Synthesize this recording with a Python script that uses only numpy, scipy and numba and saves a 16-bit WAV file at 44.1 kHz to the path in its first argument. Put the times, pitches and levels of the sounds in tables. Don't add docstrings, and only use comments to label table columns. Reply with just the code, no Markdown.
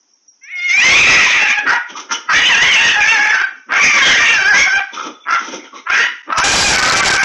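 import sys
import numpy as np
from scipy import signal
from scipy.fft import rfft, irfft
from scipy.io import wavfile
from scipy.ndimage import uniform_filter1d
from numba import njit

SR = 44100
rng = np.random.default_rng(int(sys.argv[2]) if len(sys.argv) > 2 else 0)


def log_audio(samples):
    frames = np.atleast_2d(samples).T
    limited = np.clip(frames, -1, 1)
    pcm = np.round(limited * 32767).astype(np.int16)
    wavfile.write(sys.argv[1], SR, pcm)


def decibels_to_gain(level_db):
    exponent = np.asarray(level_db, float) / 20
    return 10 ** exponent


N = 319283
CAMERA_HZ = 16000
OVERFLOW_S = 6.38

# (time [s], pitch [Hz], level [dB])
RISE = [(0.41, 503.5, -51), (0.444, 543.6, -34.5), (0.48, 607, -31.5), (0.518, 737, -24),
        (0.59, 705.6, -17.5), (0.68, 726.8, -15.5), (0.695, 690, -12.5), (0.8, 823.5, -9),
        (0.83, 973.5, -10),
        (0.84, 1016, -5), (0.95, 1127, -1), (0.982, 1252, -3), (1.01, 1247, -1), (1.02, 1234, -5),
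        (1.032, 1170, -8), (1.05, 1174, -8.5)]
BLUR = [(1.03, 1171, -15), (1.05, 1174, -7.5), (1.08, 1305, -3.5), (1.15, 1260, -6.5), (1.2, 1336, -7),
        (1.25, 1261, -8), (1.29, 1146, -19.5)]
RAGGED = [(1.26, 1088, -12), (1.31, 1200, -9.5), (1.42, 1322, -11), (1.48, 1309, -13), (1.51, 1148, -8),
          (1.54, 1258, -15), (1.58, 1260, -47)]
SAG = [(1.26, 1031, -13), (1.34, 978, -17.5), (1.42, 879, -14), (1.5, 843, -15), (1.56, 839, -22),
       (1.59, 846.4, -10.5), (1.65, 806, -33.5)]
YAP = [(1.652, 920, -23), (1.67, 937.6, -12), (1.71, 955, -9), (1.755, 965, -12), (1.785, 924, -18.5),
       (1.83, 950, -52)]
POUNCE = [(2.276, 624, -43), (2.293, 651, -10.5), (2.33, 618, -12), (2.36, 650, -25)]
LONG = [(2.278, 628, -37), (2.298, 658, -12), (2.33, 801, -9.5), (2.36, 957, -8), (2.4, 975, -12),
        (2.45, 975, -10.5), (2.49, 1034, -9), (2.54, 874, -9.5), (2.6, 926.4, -11.5),
        (2.63, 997, -4), (2.655, 1109, -11), (2.7, 1056, -12), (2.75, 924.4, -11.5), (2.78, 870.5, -11.5),
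        (2.85, 945, -8), (2.919, 921.6, -12), (2.951, 856, -11.5), (2.98, 817, -17)]
TIRED = [(2.96, 837.3, -11), (3.03, 825, -13), (3.12, 920.3, -9.5), (3.18, 826, -11.5),
         (3.36, 881.4, -12.5), (3.39, 865, -22), (3.42, 880, -31)]
FADE = [(3.32, 766, -12.5), (3.36, 756.4, -12.5), (3.45, 777.5, -13), (3.5, 750, -41)]
LUNGE = [(3.685, 627, -28.5), (3.712, 646, -13.5), (3.75, 735.4, -11), (3.8, 796, -11.5)]
THIRD = [(3.7, 1086, -30.5), (3.74, 1113, -14.5), (3.8, 1143, -10), (3.85, 1222, -6), (3.92, 1159, -11.5),
         (3.98, 1164, -6)]
CRACKED = [(3.93, 1051, -13.5), (4.0, 1083, -8.5), (4.05, 1061, -8.5), (4.09, 1072, -4.5), (4.13, 1009, -8),
           (4.17, 938, -17)]
SETTLE = [(4.14, 932.5, -10.5), (4.2, 943, -10), (4.33, 918, -10.5), (4.38, 783.3, -11.5), (4.45, 763, -10),
          (4.505, 850, -10), (4.53, 771, -9), (4.58, 813.4, -10), (4.62, 823, -16.5)]
SHRIEK = [(4.51, 997, -19.5), (4.55, 996, -9.5), (4.585, 1106, -7), (4.64, 1113, -10), (4.68, 1101, -21),
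          (4.71, 1037, -28)]
MOAN = [(4.66, 753, -13.5), (4.7, 776.3, -13.5), (4.76, 789.7, -11), (4.82, 785, -16.5), (4.84, 800, -41)]
YELP = [(5.85, 644, -55), (5.87, 663.7, -17), (5.91, 739.8, -12), (5.96, 883.5, -12.5), (6.004, 920, -10.5),
        (6.068, 955, -13.5), (6.11, 983, -30), (6.17, 960, -58)]
LAST = [(6.41, 732, -17), (6.44, 797, -10), (6.49, 779, -8), (6.52, 797.7, -8.5), (6.6, 785.7, -9.5),
        (6.65, 830, -7.5), (6.7, 781.4, -10), (6.78, 761.2, -11.5), (6.9, 763.7, -14)]
CLOSE = [(6.88, 759, -11.5), (6.97, 789, -10), (7.02, 754.6, -12.5), (7.09, 792, -9.5), (7.2, 788, -12.5),
         (7.24, 814, -10)]
# (time [s], pitch [Hz], level [dB])
SNARL = [(2.33, 1159, -8.5), (2.42, 1155, -12.5), (2.6, 1192, -19.5), (2.74, 1114, -9), (2.8, 1092, -16)]
GROAN = [(3.0, 1225, -11), (3.08, 1109, -12.5), (3.2, 1094, -13), (3.33, 1136, -15.5), (3.44, 1130, -25)]
RIVAL = [(4.17, 1164, -11), (4.2, 1165, -10.5), (4.32, 1165, -11), (4.46, 1186, -28)]
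SPIT = [(5.9, 742, -20), (5.96, 777, -10), (6.04, 743, -17), (6.1, 732, -33)]
GRUNT = [(6.27, 613, -36), (6.3, 593.6, -17.5), (6.33, 676, -12.5), (6.35, 640.8, -16), (6.39, 664, -8),
         (6.425, 747, -18.5)]
REPLY = [(6.5, 1070, -15), (6.55, 1090, -13), (6.65, 1110, -17), (6.77, 1130, -15), (6.88, 1080, -16.5),
         (7.0, 1010, -16.5), (7.07, 1125, -12.5), (7.16, 1160, -18), (7.24, 1080, -11)]
ANSWER = [(6.78, 600.7, -34), (6.82, 613.8, -14), (6.9, 670.7, -13), (7.02, 649, -20)]
# (time [s], pitch [Hz], level [dB])
SNAP = [(2.085, 703, -48), (2.1, 707, -24.5), (2.115, 697, -12), (2.13, 695, -22.5), (2.16, 684, -31.5),
        (2.22, 705, -54)]
HUFF = [(5.245, 641, -53), (5.27, 639, -19.5), (5.3, 676.4, -13), (5.335, 687.4, -10.5), (5.37, 669, -13.5),
        (5.41, 698, -27), (5.47, 663, -35.5)]


def unit(x):
    return x / np.sqrt(np.mean(x ** 2))


@njit
def svf(x, hz, width_hz):
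    y, b, l, g, k = np.empty(len(x)), 0., 0., 0., 0.
    for i in range(len(x)):
        if i % 16 == 0:
            g, k = np.tan(np.pi * hz[i] / SR), width_hz / hz[i]
        v = (b + g * (x[i] - l)) / (1 + g * (g + k))
        b, l, y[i] = 2 * v - b, l + 2 * g * v, k * v
    return y


def band(x, hz, width_hz):
    return svf(x, hz + np.zeros(len(x)), 1. * width_hz)


def butter(x, order, hz, kind="low"):
    return signal.sosfilt(signal.butter(order, hz, kind, fs=SR, output="sos"), x)


def wander(n, rate_hz):
    return unit(butter(rng.standard_normal(n), 2, rate_hz))


def phase(hz):
    return 2 * np.pi * np.cumsum(hz) / SR


def play(table):
    s, *columns = np.transpose(table)
    start = int(s[0] * SR)
    t = np.arange(start, min(int(s[-1] * SR), N)) / SR
    return start, [np.interp(t, s, c) for c in columns]


def swell(start_s, hold_s, db, rise_s, fall_db_s):
    swing_db = 30
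    top_s = start_s + rise_s
    end_s = top_s + hold_s
    rows = [(start_s, db - swing_db), (top_s, db), (end_s, db), (end_s + swing_db / fall_db_s, db - swing_db)]
    start, (level_db,) = play(rows)
    return start, level_db


def add(out, start, x):
    i = np.arange(len(x))
    out[start:start + len(x)] += x * np.clip(np.minimum(i, i[::-1]) / (0.0076 * SR), 0, 1)


def steady(x):
    return x / np.sqrt(uniform_filter1d(x ** 2, size=2048) + 1e-12)


def yard():
    # (frequency [Hz], density [dB per Hz])
    spectrum = [(59, -38.5), (100, 2.5), (180, -4.5), (295, 4.5), (475, -6.5), (903, -2.5), (1560, -7),
                (4530, -9), (5540, 11.5), (6910, 0.5), (8000, -31), (10400, -58), (17600, -120)]
    f = np.fft.rfftfreq(N, 1 / SR) + 1
    hz, db = np.transpose(spectrum)
    shape = decibels_to_gain(np.interp(np.log(f), np.log(hz), db))
    hiss = irfft(rfft(rng.standard_normal(N)) * shape, N)
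    return decibels_to_gain(-58.5 + 0.7 * wander(N, 8.4)) * unit(hiss)


def bird():
    # (time [s], peak [dB], pitch [Hz], t60 [s])
    chips = [(0.0014, -46, 5910, 0.072), (0.1111, -41, 5600, 0.036), (0.134, -32, 5650, 0.036),
             (0.2598, -43, 5350, 0.014), (0.278, -33, 5790, 0.11), (0.2893, -39, 5530, 0.028),
             (0.414, -43, 5860, 0.052), (0.433, -29.5, 5920, 0.081), (0.444, -30, 5570, 0.053)]
    out, t = np.zeros(N), np.arange(int(.08 * SR)) / SR
    for s, db, hz, t60 in chips:
        shape = (1 - np.exp(-t / 0.00075)) * decibels_to_gain(-60 * t / t60)
        add(out, int(s * SR), 1.66 * decibels_to_gain(db) * shape * np.sin(2 * np.pi * hz * (t - 0.5 * t ** 2)))
    return out


def scuffle():
    # (start [s], hold [s], level [dB])
    rolls = [(1.401, 0.029, -45), (1.535, 0.2, -33.5), (1.864, 0.13, -34.5), (2.067, 0.081, -30.5),
             (3.448, 0.044, -40), (3.655, 0.011, -33), (4.718, 0.052, -42), (4.895, 0.15, -29),
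             (5.245, 0.36, -31.5), (5.703, 0.051, -34), (5.895, 0.21, -43.5), (6.253, 0.02, -32)]
    out = np.zeros(N)
    for s, hold_s, db in rolls:
        start, level_db = swell(s, hold_s, db, rise_s=0.037, fall_db_s=304.5)
        n = len(level_db)
        air = rng.standard_normal(n) * decibels_to_gain(6.7 * wander(n, 6.0))
        add(out, start, decibels_to_gain(level_db) * unit(band(band(air, 300, 190), 380, 490)))
    return out


def whistle():
    # (time [s], pitch [Hz], level [dB])
    curve = [(4.93, 3450, -26), (5.0, 3470, -41), (5.25, 3470, -41)]
    out = np.zeros(N)
    start, (hz, db) = play(curve)
    add(out, start, decibels_to_gain(db + 4.3 * wander(len(hz), 48)) * np.sin(phase(hz)))
    return out


def chop(n):
    return 1 + 0.4 * np.cos(phase(87.8 * (1 + 0.17 * wander(n, 42))))


def wheezes():
    # (start [s], hold [s], level [dB], resonance [Hz])
    bursts = [(1.883, 0.017, -30, 3150), (1.943, 0.032, -24.5, 1206), (2.126, 0.019, -21, 2960),
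              (4.955, 0.05, -21, 1290), (5.031, 0.038, -26.5, 1220), (5.228, 0.017, -41, 2330),
              (5.581, .06, -36.5, 2100), (5.632, 0.022, -40, 3130), (5.645, 0.014, -36.5, 1410),
              (5.717, 0.04, -30.5, 1165), (5.747, 0.028, -35.5, 2120), (5.729, 0.055, -42, 3870)]
    out = np.zeros(N)
    for s, hold_s, db, hz in bursts:
        start, level_db = swell(s, hold_s, db, rise_s=0.014, fall_db_s=502.5)
        n, width_hz = len(level_db), hz / 7.2
        centre_hz = hz * (1 + 0.02 * wander(n, 20))
        ring = band(band(rng.standard_normal(n), centre_hz, width_hz), centre_hz, width_hz)
        add(out, start, decibels_to_gain(level_db) * chop(n) * unit(ring))
    return out


def gasp(db, hiss_db):
    # (frequency [Hz], width [Hz], level [dB])
    throat = [(917, 79, 6.5), (1292, 340, 6.5), (2100, 38, -3.5), (2556, 480, 2), (3124, 1120, 10),
              (3470, 510, -24)]
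    n = len(db)
    flap = np.cos(phase(240 * (1 + 0.55 * wander(n, 72))))
    air = rng.standard_normal(n) * (1 + 0.37 * flap) * decibels_to_gain(1.5 * wander(n, 25))
    voiced = np.zeros(n)
    for hz, width_hz, mode_db in throat:
        mode = band(band(band(air, hz, width_hz), hz, 2 * width_hz), hz, 2 * width_hz)
        voiced += decibels_to_gain(mode_db) * mode / np.sqrt(width_hz)
    hiss = band(band(band(air, 5800, 1500), 5800, 1800), 5800, 2000)
    return decibels_to_gain(db) * (unit(voiced) + decibels_to_gain(hiss_db) * unit(hiss))


def gasps():
    # (start [s], hold [s], level [dB], hiss [dB])
    breaths = [(1.858, 0.027, -32.5, -4.5), (1.936, 0.026, -23.5, -3), (2.085, 0.0037, -15.5, 0.5),
               (4.908, 0.13, -26, -6), (5.356, 0.17, -28, -2), (5.597, 0.038, -40, -5),
               (5.708, 0.047, -36, -4.5)]
    out = np.zeros(N)
    for s, hold_s, db, hiss_db in breaths:
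        start, level_db = swell(s, hold_s, db, rise_s=0.037, fall_db_s=339.5)
        add(out, start, gasp(level_db, hiss_db))
    return out


def cry(hz, db, upper_db, chest_db, treble_db, clear_db, mouth_hz, upper_hz, rough, doubling):
    n, rough, doubling = len(hz), np.clip(rough, 0, 1), np.clip(doubling, 0, 1)
    jitter = 1 + .1 * rough * wander(n, 220) + .05 * rough * wander(n, 30)
    half = phase(hz * jitter) / 2
    folds = sum((doubling if k % 2 else 1) * np.cos(k * half) for k in range(2, 21))
    folds = folds * decibels_to_gain(10 * np.minimum(rough, .3) * wander(n, 35))
    folds = folds * (1 + 2.0 * np.minimum(rough, .35) * wander(n, 220))
    breath = 6. * rough ** 2 * rng.standard_normal(n) * (1 + 1.7 * np.cos(2 * half))
    air = folds + breath
    width_hz = min(420 + 1300 * rough.mean(), 950)
    mouth = band(band(band(air, mouth_hz, width_hz), mouth_hz, 1.3 * width_hz), mouth_hz, 1500)
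    chest = band(band(air, hz, 390), hz, 490)
    upper = band(band(air, upper_hz, 700), upper_hz, 900)
    teeth = band(band(band(air, 5100, 2200), 5500, 2200), 6000, 3500)
    core = phase(hz * (1 + .006 * wander(n, 40)))
    clear = band(sum(decibels_to_gain(4.9 * wander(n, 14)) * np.cos(k * core) for k in range(3, 10)), 4000, 4000)
    voice = steady(mouth) + decibels_to_gain(chest_db) * steady(chest) + decibels_to_gain(upper_db) * steady(upper)
    voice = voice + decibels_to_gain(treble_db) * steady(teeth) + decibels_to_gain(clear_db) * unit(clear)
    knee_db, squeeze = -17, 1.024
    return voice * decibels_to_gain(db + squeeze * np.maximum(db - knee_db, 0))


def scream(hz, db, mouth, upper_db, chest_db, rough, rough_end, doubling, clear_db,
           upper_mouth=1.46, follow=0.65):
    full_db, opening_s, restless_db = -9.5, 0.045, 4.
    n = len(hz)
    closed = np.exp(-np.arange(n) / SR / opening_s)
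    quiet_start = db[0] < full_db - 10
    shut = closed * quiet_start
    shut_db = -20.5 * shut
    bursts = quiet_start and full_db - 10 < db[int(opening_s * SR)]
    mouth = mouth * (1 - 0.097 * bursts * closed)
    weak_db = np.minimum(db - full_db, 0)
    fidget = [wander(n + SR // 8, 9.)[-n:] for _ in range(4)]
    rough = (rough + (rough_end - rough) * np.linspace(0, 1, num=n) ** 1.6) * (1 + .25 * fidget[3])
    mouth_hz = np.minimum(mouth * (hz.mean() + follow * (hz - hz.mean())), 2500)
    upper_hz = np.minimum(upper_mouth * mouth_hz, 3350)
    upper_db = upper_db + shut_db + 1.13 * np.maximum(weak_db, -10) + restless_db * fidget[0]
    chest_db = chest_db - 13 * shut - restless_db * fidget[1]
    treble_db = -14 + shut_db + 1.62 * np.maximum(weak_db, -20) + restless_db * fidget[1]
    clear_db = clear_db + shut_db + 0.71 * weak_db
    doubling = doubling * (1 + 0.7 * fidget[2])
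    return cry(hz, db, upper_db, chest_db, treble_db, clear_db, mouth_hz, upper_hz, rough, doubling)


def barks():
    # (curve, mouth [x pitch], upper mouth [dB], chest [dB], roughness at start [0-1],
    # at end [0-1], period doubling [0-1], clear overtones [dB])
    bark_voices = [(SNAP, 2.1, -13, -27, .33, 0.55, 0.48, -40),
                   (HUFF, 2.12, -14, -30, .36, 0.49, 0.63, -31)]
    out = np.zeros(N)
    for curve, *voice in bark_voices:
        start, (hz, db) = play(curve)
        add(out, start, chop(len(hz)) * scream(hz, db, *voice, upper_mouth=2.2))
    return out


def screams():
    # (curve, mouth [x pitch], upper mouth [dB], chest [dB], roughness at start [0-1],
    # at end [0-1], period doubling [0-1], clear overtones [dB],
    # optional: upper mouth [x mouth], share of pitch swings the mouth follows [0-1])
    voices = [(RISE, 2.65, -7.5, -34.5, 0.04, 0.3, 0.24, -12, 1.42, 0.22),
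              (BLUR, 1.8, -10, -13, .42, 0.42, 1, -11.5), (POUNCE, 2.2, -17, -35, 0.21, 0.26, 0.27, -33),
              (RAGGED, 1.857, -10.5, -16, 0.46, 0.265, 0.89, -24),
              (SAG, 1.956, -1, -11, 0.315, 0.23, 0.32, -28), (YAP, 1.6, -25, -5, 0.33, 0.25, 0.93, -43),
              (FADE, 2.027, -9.5, -25, 0.25, 0.21, 0.57, -19.5),
              (LONG, 1.96, 0.066, -15, 0.27, 0.39, 0.33, -14),
              (TIRED, 1.95, -6.5, -14, 0.24, 0.26, 0.31, -13.5),
              (LUNGE, 2.22, -5, -16.5, 0.48, 0.47, 0.83, -36),
              (THIRD, 1.8, -30, -10, 0.29, 0.35, 0.33, -24),
              (CRACKED, 1.74, -4.5, -15, .45, 0.23, 0.77, -24, 1.72),
              (SETTLE, 1.97, -4.5, -19.5, 0.25, 0.18, 0.48, -18.5),
              (SHRIEK, 2.03, -5.5, -11, 0.3, 0.22, 0.18, -20.5),
              (MOAN, 2.01, -7, -12.5, 0.18, 0.19, 0.5, -39),
              (YELP, 1.97, -1.5, -15, 0.26, 0.502, 0.47, -16, 1.4, 0.73),
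              (LAST, 2.03, -4, -28, 0.18, 0.16, 0.35, -30),
              (CLOSE, 1.8, -7.5, -26.5, 0.24, 0.22, 0.47, -30.5),
              (RIVAL, 1.99, -10.5, -17.5, 0.26, 0.49, 0.07, -36),
              (ANSWER, 1.95, -25, -29.5, 0.2, 0.24, 0.29, -29),
              (SNARL, 1.9, -10.5, -22.5, 0.411, 0.55, 1, -30),
              (GROAN, 2.02, -13, -30, 0.36, 0.45, 0.37, -29), (SPIT, 2.4, -9, -28, 0.54, 0.57, 0.31, -42),
              (GRUNT, 1.9, -8.5, -25, 0.27, 0.41, 0.36, -36, 1.7),
              (REPLY, 1.8, -22, -19, .26, 0.31, 0.084, -29)]
    out = np.zeros(N)
    for curve, *voice in voices:
        start, (hz, db) = play(curve)
        add(out, start, scream(hz, db, *voice))
    return out


def walls(x, t60, tail_db):
    # (delay [s], level [dB])
    slaps = [(.0037, -14), (.019, -16), (.033, -18), (.052, -21)]
    t = np.arange(int(.6 * SR)) / SR
    tail = unit(band(rng.standard_normal(len(t)), 1800, 4900)) / np.sqrt(SR)
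    response = decibels_to_gain(tail_db - 60 * t / t60) * tail * np.clip(t / 0.014, 0, 1)
    response[0] = 1
    for s, db in slaps:
        response[int(s * SR)] += decibels_to_gain(db)
    return signal.fftconvolve(x, response)[:N]


def scene():
    sources = bird() + scuffle() + whistle() + wheezes() + gasps() + barks() + screams()
    return np.tile(decibels_to_gain(-4.0) * walls(sources, 0.45, 1.) + yard(), (2, 1))


def starve(x, size, width, below_db, spread_db, bass_db, axis=0):
    z = signal.stft(x, nperseg=size, window="cosine")[2]
    bands = np.arange(len(z)) // width
    power = np.add.reduceat(np.abs(z) ** 2, np.arange(0, len(z), width), axis=0)
    power[0] *= decibels_to_gain(2 * bass_db)
    floor_db = below_db + spread_db * rng.standard_normal(power.shape)
    kept = power > power.max(axis=axis) * decibels_to_gain(2 * floor_db)
    grain = 1 + 0.24 * rng.standard_normal(z.shape)
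    return signal.istft(z * kept[bands] * grain, nperseg=size, window="cosine")[1][:len(x)]


def headroom(t):
    # (time [s], half length [s], extra room [dB])
    lulls = [(6.394, 0.003, 9), (6.425, .013, 11), (6.81, 0.016, 0.5), (6.951, 0.0073, 4),
             (7.207, 0.014, 13)]
    extra_db = sum(db * np.exp(-((t - s) / half_s) ** 2) for s, half_s, db in lulls)
    return np.where(t < OVERFLOW_S, 40, 3 + extra_db)


def converter(x):
    sharpness = 5.
    headroom_db = headroom(np.arange(len(x)) / CAMERA_HZ)
    y = x / (1 + np.abs(x) ** sharpness) ** (1 / sharpness)
    y = y + 0.038 * np.clip(np.abs(x) - 2.9, 0, 1.5)
    dip = signal.butter(1, [3600, 4900], "band", fs=CAMERA_HZ, output="sos")
    y = y - .5 * signal.sosfiltfilt(dip, y)
    dull = signal.sosfiltfilt(signal.butter(8, 6600, fs=CAMERA_HZ, output="sos"), y)
    wrap = np.where(np.abs(x) > decibels_to_gain(headroom_db), -1.5 * y, 0)
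    starved = starve(dull, size=512, width=5, below_db=-35.5, spread_db=7., bass_db=-12)
    return starved + decibels_to_gain(-16) * (y - dull) + wrap


def leak_images(y):
    t = np.arange(N) / SR
    mirror = y * np.cos(2 * np.pi * CAMERA_HZ * t)
    near = butter(mirror, 6, [7800, 8900], "band")
    far = butter(mirror, 2, [8700, 11200], "band") * (t > OVERFLOW_S)
    far = starve(far, size=2048, width=3, below_db=-10, spread_db=5., bass_db=0, axis=None)
    return y + decibels_to_gain(-12.5) * near + decibels_to_gain(-11.0) * butter(far, 8, 8800, "high")


def roll_off(x):
    return signal.sosfilt(signal.butter(12, 15000, fs=SR, output="sos"), x)


def record(dry):
    clip_at, dropout_s, dropout_length_s = 0.44, 6.225, 0.004
    x = butter(dry[0], 3, 190, "high")
    x = signal.resample_poly(x, 160, 441) / clip_at
    y = clip_at * signal.resample_poly(converter(x), 441, 160)[:N]
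    y = leak_images(y)
    y = y * (1 - np.exp(-((np.arange(N) / SR - dropout_s) / dropout_length_s) ** 4))
    y = butter(y, 2, 25, "high")
    y = signal.sosfilt(signal.ellip(6, .1, 60, 14800, fs=SR, output="sos"), y)
    return roll_off(np.tile(y, (2, 1)))


dry = scene()
out = record(dry)
log_audio(out)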